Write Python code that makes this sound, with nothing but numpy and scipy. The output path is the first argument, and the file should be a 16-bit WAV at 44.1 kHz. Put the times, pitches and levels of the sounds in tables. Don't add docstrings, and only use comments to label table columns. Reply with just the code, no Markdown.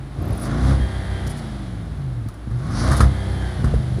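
import sys
import numpy as np
from scipy import signal
from scipy.fft import rfft, irfft
from scipy.io import wavfile
from scipy.ndimage import uniform_filter1d

SR = 44100
rng = np.random.default_rng(int(sys.argv[2]) if len(sys.argv) > 2 else 0)


def unload_audio(sound):
    columns = np.transpose(np.atleast_2d(sound))
    steps = np.round(np.clip(columns, -1, 1) * 32767)
    wavfile.write(sys.argv[1], SR, steps.astype(np.int16))


N = 176400
T = np.arange(N) / SR


def amp(db):
    return 10 ** (np.asarray(db) / 20)

def unit(x):
    return x / np.sqrt(np.mean(x ** 2) + 1e-20)

def curve(points):
    return np.interp(T, *np.transpose(points))

def add(mix, start_s, sound):
    part = mix[max(round(start_s * SR), 0):][:len(sound)]
    part += sound[:len(part)]

def colour(x, spectrum, size=16384):
    freq_hz, db = np.transpose(spectrum)
    bins_hz = np.abs(np.fft.fftfreq(size, 1 / SR))
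    log_gain = np.log(amp(np.interp(np.log(bins_hz + 1), np.log(freq_hz), db)))
    response = np.fft.ifft(np.exp(np.conj(signal.hilbert(log_gain)))).real[:size // 2]
    return unit(signal.fftconvolve(x, response)[:N])

def noise():
    return rng.standard_normal(N)

def drift(cutoff_hz):
    return unit(irfft(rfft(noise()) / (1 + (np.fft.rfftfreq(N, 1 / SR) / cutoff_hz) ** 4), N))

def cyclic_noise(cycles, size=1024):
    return np.interp(cycles, np.arange(size) / size, rng.standard_normal(size), period=1)


# freq_hz, density_db
AIR_SPECTRUM = [(20,-36),(55,1),(130,-2.5),(330,-4),(450,-19.5),(700,-15.5),(1000,-19.5),(1600,-21),(2600,-30.5),(3800,-31.5),(6000,-41),(8200,-41.5),(10100,-35.5),(12000,-50),(15500,-51)]
# pitch_hz, level_db
HUMS = [(56.3,-34.5)]

def surroundings():
    hum = sum(amp(db) * np.sqrt(2) * (1 + .2 * drift(5)) * np.sin(2 * np.pi * hz * T + .4 * drift(3))
              for hz, db in HUMS)
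    return hum + amp(-40) * colour(noise(), AIR_SPECTRUM)


# start_s, top_pitch_hz, level_db
SQUEAKS = [(.22,11800,-47),(.25,11800,-46),(.277,14000,-48),(.301,13300,-49),(0.326,10160,-39.5),(0.351,13900,-51),(0.373,10000,-39),(.372,14100,-49),(.395,14200,-47),(0.394,10200,-41)]

def squeaks(length_s=.0126, bend=.097, roughness=.039):
    out, jitter = np.zeros(N), drift(1500)
    arch = np.sin(np.linspace(0, np.pi, int(length_s * SR)))
    for start_s, top_hz, db in SQUEAKS:
        pitch_hz = top_hz * (1 - bend * (1 - arch) + roughness * jitter[int(start_s * SR):][:len(arch)])
        add(out, start_s, amp(db) * arch * np.sin(2 * np.pi * np.cumsum(pitch_hz) / SR))
    return out


# start_s, level_db
TICKS = [(2.286,-40.5),(2.341,-49)]
# freq_hz, density_db
TICK_SPECTRUM = [(2000, -9), (4500, -1), (8000, -7), (10000, 1), (12500, -10), (15500, -5)]

def ticks(t60_s=.045):
    envelope, t = np.zeros(N), T[:SR // 10]
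    for start_s, db in TICKS:
        add(envelope, start_s, amp(db - 60 * t / t60_s))
    return envelope * colour(noise(), TICK_SPECTRUM)


# start_s, length_s, low_band_db, high_band_db
SPURTS = [(0.409,0.036,-53,-35.5),(0.428,0.06,-45,-42.5),(1.265,.022,-39,-45),(1.289,0.043,-45,-40),(1.364,0.047,-47.5,-49),(2.963,0.029,-37,-31)]
# freq_hz, density_db
SPURT_LOW_SPECTRUM = [(1500,-7),(3300,-31),(4600,-3),(6000,-9),(8000,-12),(14000,-21)]
SPURT_HIGH_SPECTRUM = [(5000,-38),(8500,-7.5),(10000,8),(11200,-6),(12500,-14),(14500,-39),(16000,0)]

def spurts():
    low, high = np.zeros(N), np.zeros(N)
    for start_s, length_s, low_db, high_db in SPURTS:
        shape = np.sin(np.pi * np.linspace(0, 1, int(length_s * SR)) ** .75)
        add(low, start_s, amp(low_db) * shape)
        add(high, start_s, amp(high_db) * shape)
    return low * colour(noise(), SPURT_LOW_SPECTRUM) + high * colour(noise(), SPURT_HIGH_SPECTRUM)


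# freq_hz, density_db
RUSH_SPECTRUM = [(1500,-22),(3300,-11),(4600,-0.5),(6000,-2),(7600,-21),(10000,-4),(12000,-32),(15000,-43)]

def boost_rush(peak_s=2.8, width_s=.044):
    return amp(-36) * np.exp(-((T - peak_s) / width_s) ** 2 / 2) * colour(noise(), RUSH_SPECTRUM)


# freq_hz, density_db
WHIR_SPECTRUM = [(150,-2),(400,-4),(520,7.5),(750,8),(930,2),(1250,2),(1700,-1),(2100,-1),(2650,-12),(3300,-3),(4600,-9.5),(6000,-17.5),(8200,-19.5),(10100,-11),(11500,-23.5),(13000,-39),(15500,-54)]

def valve_whir(rpm, cycles, reference_rpm=4180, db_per_decade=52):
    level_db = -35.5 + db_per_decade * np.log10(rpm / reference_rpm)
    return amp(level_db) * colour(.9 * cyclic_noise(cycles) + noise(), WHIR_SPECTRUM)


# time_s, level_db
WHINE_LEVEL = [(0,-80),(.7,-64),(.83,-50),(1.05,-50),(1.25,-52),(1.4,-61),(1.6,-70),(2.9,-75),(3.15,-51),(3.3,-53),(3.45,-47),(3.56,-54),(3.75,-61),(4,-68)]
WHINE_ORDERS = (50, 52, 54, 56, 58, 62, 66, 100, 150)
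WHINE_STRENGTHS = (0,-3,-1,-3,-2,-5,-6,0,-14)

def timing_whine(cycles):
    out = np.zeros(N)
    for order, db in zip(WHINE_ORDERS, WHINE_STRENGTHS):
        gain = amp(db + curve(WHINE_LEVEL)) * np.sqrt(2) * (1 + .3 * drift(12))
        out += gain * np.cos(2 * np.pi * order * cycles + .55 * drift(25))
    return out


# start_s, thump_db, knock_db, crack_db (each relative to its own layer)
POPS = [(.185,-15,-32,-55),(.216,-29,-15,-52),(0.271,-19,-16,-45),(0.3,-9.5,-43,-52),(0.321,-19,-21,-47),(0.798,-9,-33,-50),(1.264,-14,-31,-31),(2.261,-14.5,-40,-55),(2.286,-33,-45,-33),(2.473,-12.5,-34,-55),(2.51,-14.5,-39,-34.5),(2.914,-11,-32,-9.5),(2.931,-33,-34,-16),(3.004,-2,-17,-5),(3.033,-7,-21,-28),(3.594,-12,-36,-45),(3.642,-4.5,-18,-19),(3.668,-11,-30,-31),(3.738,-6.5,-8,-26.5),(3.984,-21,-13,-51)]
# pitch_hz, relative_db, t60_s, loss_db_per_db (thump below full_pop_db)
THUMP_MODES = [(62,0,0.16,1),(112.5,-0.5,0.08,0),(196,-5.5,0.045,0.16)]
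# freq_hz, density_db
CRACK_SPECTRUM = [(300,-10),(700,-5),(900,-5.5),(1200,8),(1450,-5),(1750,-1),(2500,-26),(4500,-15.5),(7500,-22.5),(10000,-16),(12000,-29),(15000,-48)]

def fuel_pops(full_pop_db=-7.5, knock_hz=391, knock_t60_s=.024, crack_t60_s=.083):
    out, cracks, t = np.zeros(N), np.zeros(N), T[:SR // 2]
    for start_s, thump_db, knock_db, crack_db in POPS:
        weak_db = min(thump_db - full_pop_db, 0)
        thump = -sum(amp(db + loss * weak_db - 60 * t / t60_s) * np.sin(2 * np.pi * hz * t)
                     for hz, db, t60_s, loss in THUMP_MODES)
        pitch_hz = knock_hz * rng.uniform(.788, 1.194)
        knock = -np.sin(2 * np.pi * pitch_hz * t) * amp(-60 * t / knock_t60_s)
        add(out, start_s, (amp(thump_db) * thump + amp(knock_db) * knock) * (1 - np.exp(-t / .0015)))
        add(cracks, start_s, amp(crack_db - 60 * t / crack_t60_s) * (1 - np.exp(-t / .0014)))
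    return out + amp(-7.5) * cracks * colour(noise(), CRACK_SPECTRUM)


def firings(cycles, cylinders=8, depth=.18, scatter=.21):
    firing = (cycles * cylinders).astype(int)
    deviation = rng.standard_normal(4096)[firing]
    cylinder_bias = unit(rng.standard_normal(cylinders))[firing % cylinders]
    kicks = np.diff(firing, prepend=0) * deviation
    pulsation = 1 + depth * np.sin(2 * np.pi * cylinders * cycles)
    return kicks, pulsation * np.exp(scatter * (deviation + cylinder_bias) / 2)


# time_s, level_db
RASP_LEVEL = [(0,-46),(.13,-46),(.23,-33),(.39,-32),(.5,-31),(.6,-33.5),(.72,-28),(.83,-59),(1.5,-62),(2.48,-54),(2.67,-39),(2.8,-32),(2.88,-27),(2.925,-29),(2.96,-31.5),(3.04,-27.5),(3.12,-59),(3.55,-67),(3.68,-36.5),(4,-63)]
HISS_LEVEL = [(0,-70),(.28,-52.5),(.45,-47.5),(.56,-51.5),(.7,-41),(.81,-58),(1.25,-63),(1.4,-52.5),(1.8,-62),(2.48,-63.5),(2.68,-51),(2.79,-47.5),(2.87,-38),(2.925,-39),(3.03,-38),(3.09,-56.5),(3.55,-53.5),(4,-54)]
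# freq_hz, density_db
SOFT_SPECTRUM = [(100,-7),(280,5.5),(450,-7),(700,-3),(920,-13.5),(1300,-16),(2000,-26),(2700,-25.5),(5000,-47),(12000,-54)]
HARD_SPECTRUM = [(100,-12.5),(300,-4.5),(550,7),(780,4.5),(900,-3),(1100,9.5),(1260,5.5),(1420,6),(1650,0.5),(2100,-3.5),(2700,-20),(3600,-20),(6000,-16.5),(12000,-42)]
HISS_SPECTRUM = [(1500,-19),(2800,-4.5),(3700,6.5),(5000,3.5),(6300,-1),(8000,-7),(9200,-2),(10200,4),(11300,-10),(12500,-26),(14200,-22),(15500,-35)]
# time_s, power_share
HARD_SHARE = [(.2,0.04),(.4,0.05),(.52,0.53),(.72,.5),(2.55,0.7),(2.73,0.69),(2.95,1),(3.15,0.44),(4,0.11)]

def gas_jet(cycles, flow):
    hard = curve(HARD_SHARE)
    rasp = sum(np.sqrt(share) * colour(flow * (.8 * cyclic_noise(cycles) + noise()), spectrum)
               for share, spectrum in ((1 - hard, SOFT_SPECTRUM), (hard, HARD_SPECTRUM)))
    hiss = colour(flow * noise(), HISS_SPECTRUM)
    return amp(curve(RASP_LEVEL)) * rasp + amp(curve(HISS_LEVEL)) * hiss


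# freq_hz, gain_db
PIPE_RESPONSE = [(20,-27),(38,-33),(50,1.5),(59,-16),(75,-21.5),(120,4.5),(170,-6),(250,-9),(345,-8),(400,-35),(700,-19),(1000,-36.5),(3000,-63)]

def pipe_boom(kicks, note_db, ring_hz=346, bandwidth_hz=14):
    effort_db = note_db + 20
    thumps = colour(kicks, PIPE_RESPONSE) * amp(-34 + .85 * effort_db)
    ring = unit(signal.lfilter(*signal.iirpeak(ring_hz, ring_hz / bandwidth_hz, SR), kicks))
    return thumps + ring * amp(-43 + .6 * effort_db)


# cycle_multiple, relative_db
GROWL_HARMONICS = [(14,-4),(15,-4),(16,0),(17,-1),(18,-5),(19,-4),(20,-2),(21,-3),(22,-3),(23,-4),(24,-2),(25,-7),(32,-6),(33,-4),(36,-5),(38,-7)]

def growl(cycles, note_db):
    lines = np.zeros(N)
    for order, db in GROWL_HARMONICS:
        gain = amp(db) * (1 + .3 * drift(6))
        lines += gain * np.cos(2 * np.pi * (order * cycles + rng.random()) + .35 * drift(10))
    return lines * amp(-45 + .86 * (note_db + 17))


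# time_s, level_db
NOTE_LEVEL = [(0,-32),(.13,-36.5),(.22,-25.5),(.32,-29.5),(.41,-33),(.48,-22),(.58,-21),(.7,-12),(.79,-20.5),(.9,-25),(1.22,-24.5),(1.36,-31),(1.95,-30),(2.12,-25.5),(2.24,-26.5),(2.32,-40),(2.45,-40.5),(2.56,-22),(2.65,-27),(2.78,-20.5),(2.89,-14.5),(2.97,-20),(3.04,-14),(3.17,-25),(3.3,-22),(3.52,-25.5),(3.66,-22),(3.85,-23.5),(4,-21.5)]
# start_s, state
THROTTLE = [(0,"idle"),(.17,"pull"),(.59,"open"),(.84,"held"),(1.3,"coast"),(2,"idle"),(2.63,"pull"),(2.8,"open"),(3.13,"held"),(3.6,"burble")]
STATE_HARMONICS = { "idle": [-25,-13,-73,1.5,-4,-38,13,-1,-37,-6,-59,-27], "pull":
                   [5,-9,-1,1.5,-7,-46,-1.5,-12.5,-7.5,-22,-6.5,-22.5], "open":
                   [0.5,-7,-4,-27,-13,-25,-15,-20,-27,-31,-36.5,-39], "held":
                   [3.5,2.5,-3,-11.5,-6.5,-18.5,-23,-18.5,-19,-41,-13,-81], "coast":
                   [-14,-2.5,-1,4.5,-6.5,-18,2.5,-27,-35,-7.5,-30,-9], "burble":
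                   [-7,-3,-6,1.5,-7,-34,-6.5,-31,-36,-32,-45,-17]}

def exhaust_note(rpm, cycles, blend_s=.11, cutoff_hz=52.3, waver=.17, waver_hz=10):
    state = np.searchsorted([start_s for start_s, _ in THROTTLE[1:]], T)
    patterns = np.array([amp(STATE_HARMONICS[name]) for _, name in THROTTLE])
    out, power = np.zeros(N), np.zeros(N)
    for order, strengths in enumerate(patterns.T, 2):
        pitch_hz = order * rpm / 120
        gain = uniform_filter1d(strengths[state], int(blend_s * SR))
        gain /= np.sqrt(1 + (cutoff_hz / pitch_hz) ** 14)
        flutter = 1 + waver * drift(waver_hz)
        phase = 2 * np.pi * (order * cycles + rng.random()) + waver * drift(waver_hz)
        out += gain * flutter * np.cos(phase)
        power += gain ** 2 / 2
    return amp(curve(NOTE_LEVEL)) * out / np.sqrt(power)


# time_s, speed_rpm
CRANK_SPEED = [(0.0, 2022), (0.12, 1970), (0.25, 2275), (0.4, 2808), (0.5, 3220), (0.6, 3690), (0.7, 4036),
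               (0.82, 3868), (1.0, 3843), (1.25, 3776), (1.5, 3192), (1.75, 2655), (2.0, 2120), (2.2, 1713),
               (2.38, 1526), (2.5, 1703), (2.6, 1913), (2.7, 2559), (2.8, 3274), (2.9, 4024), (3.0, 4210),
               (3.12, 3887), (3.25, 3884), (3.5, 3740), (3.7, 3365), (3.85, 3060), (4.0, 2777)]

def scene():
    rpm, note_db = curve(CRANK_SPEED), curve(NOTE_LEVEL)
    cycles = np.cumsum(rpm / 120) / SR
    exhaust = exhaust_note(rpm, cycles) + growl(cycles, note_db)
    kicks, flow = firings(cycles)
    exhaust += pipe_boom(kicks, note_db) + gas_jet(cycles, flow)
    machinery = valve_whir(rpm, cycles) + timing_whine(cycles)
    transients = fuel_pops() + boost_rush() + spurts() + ticks() + squeaks()
    return (exhaust + machinery + transients + surroundings())[None]

def record(dry, bass_cut_hz=44, ceiling=.8, band_limit_hz=15450):
    thin = signal.sosfilt(signal.butter(8, bass_cut_hz, "high", fs=SR, output="sos"), dry)
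    saturated = thin / (1 + (thin / ceiling) ** 6) ** (1 / 6)
    lowpass = signal.firwin(511, band_limit_hz, window=("kaiser", 9), fs=SR)
    return signal.oaconvolve(saturated, lowpass[None], "same")


dry = scene()
out = record(dry)
unload_audio(out)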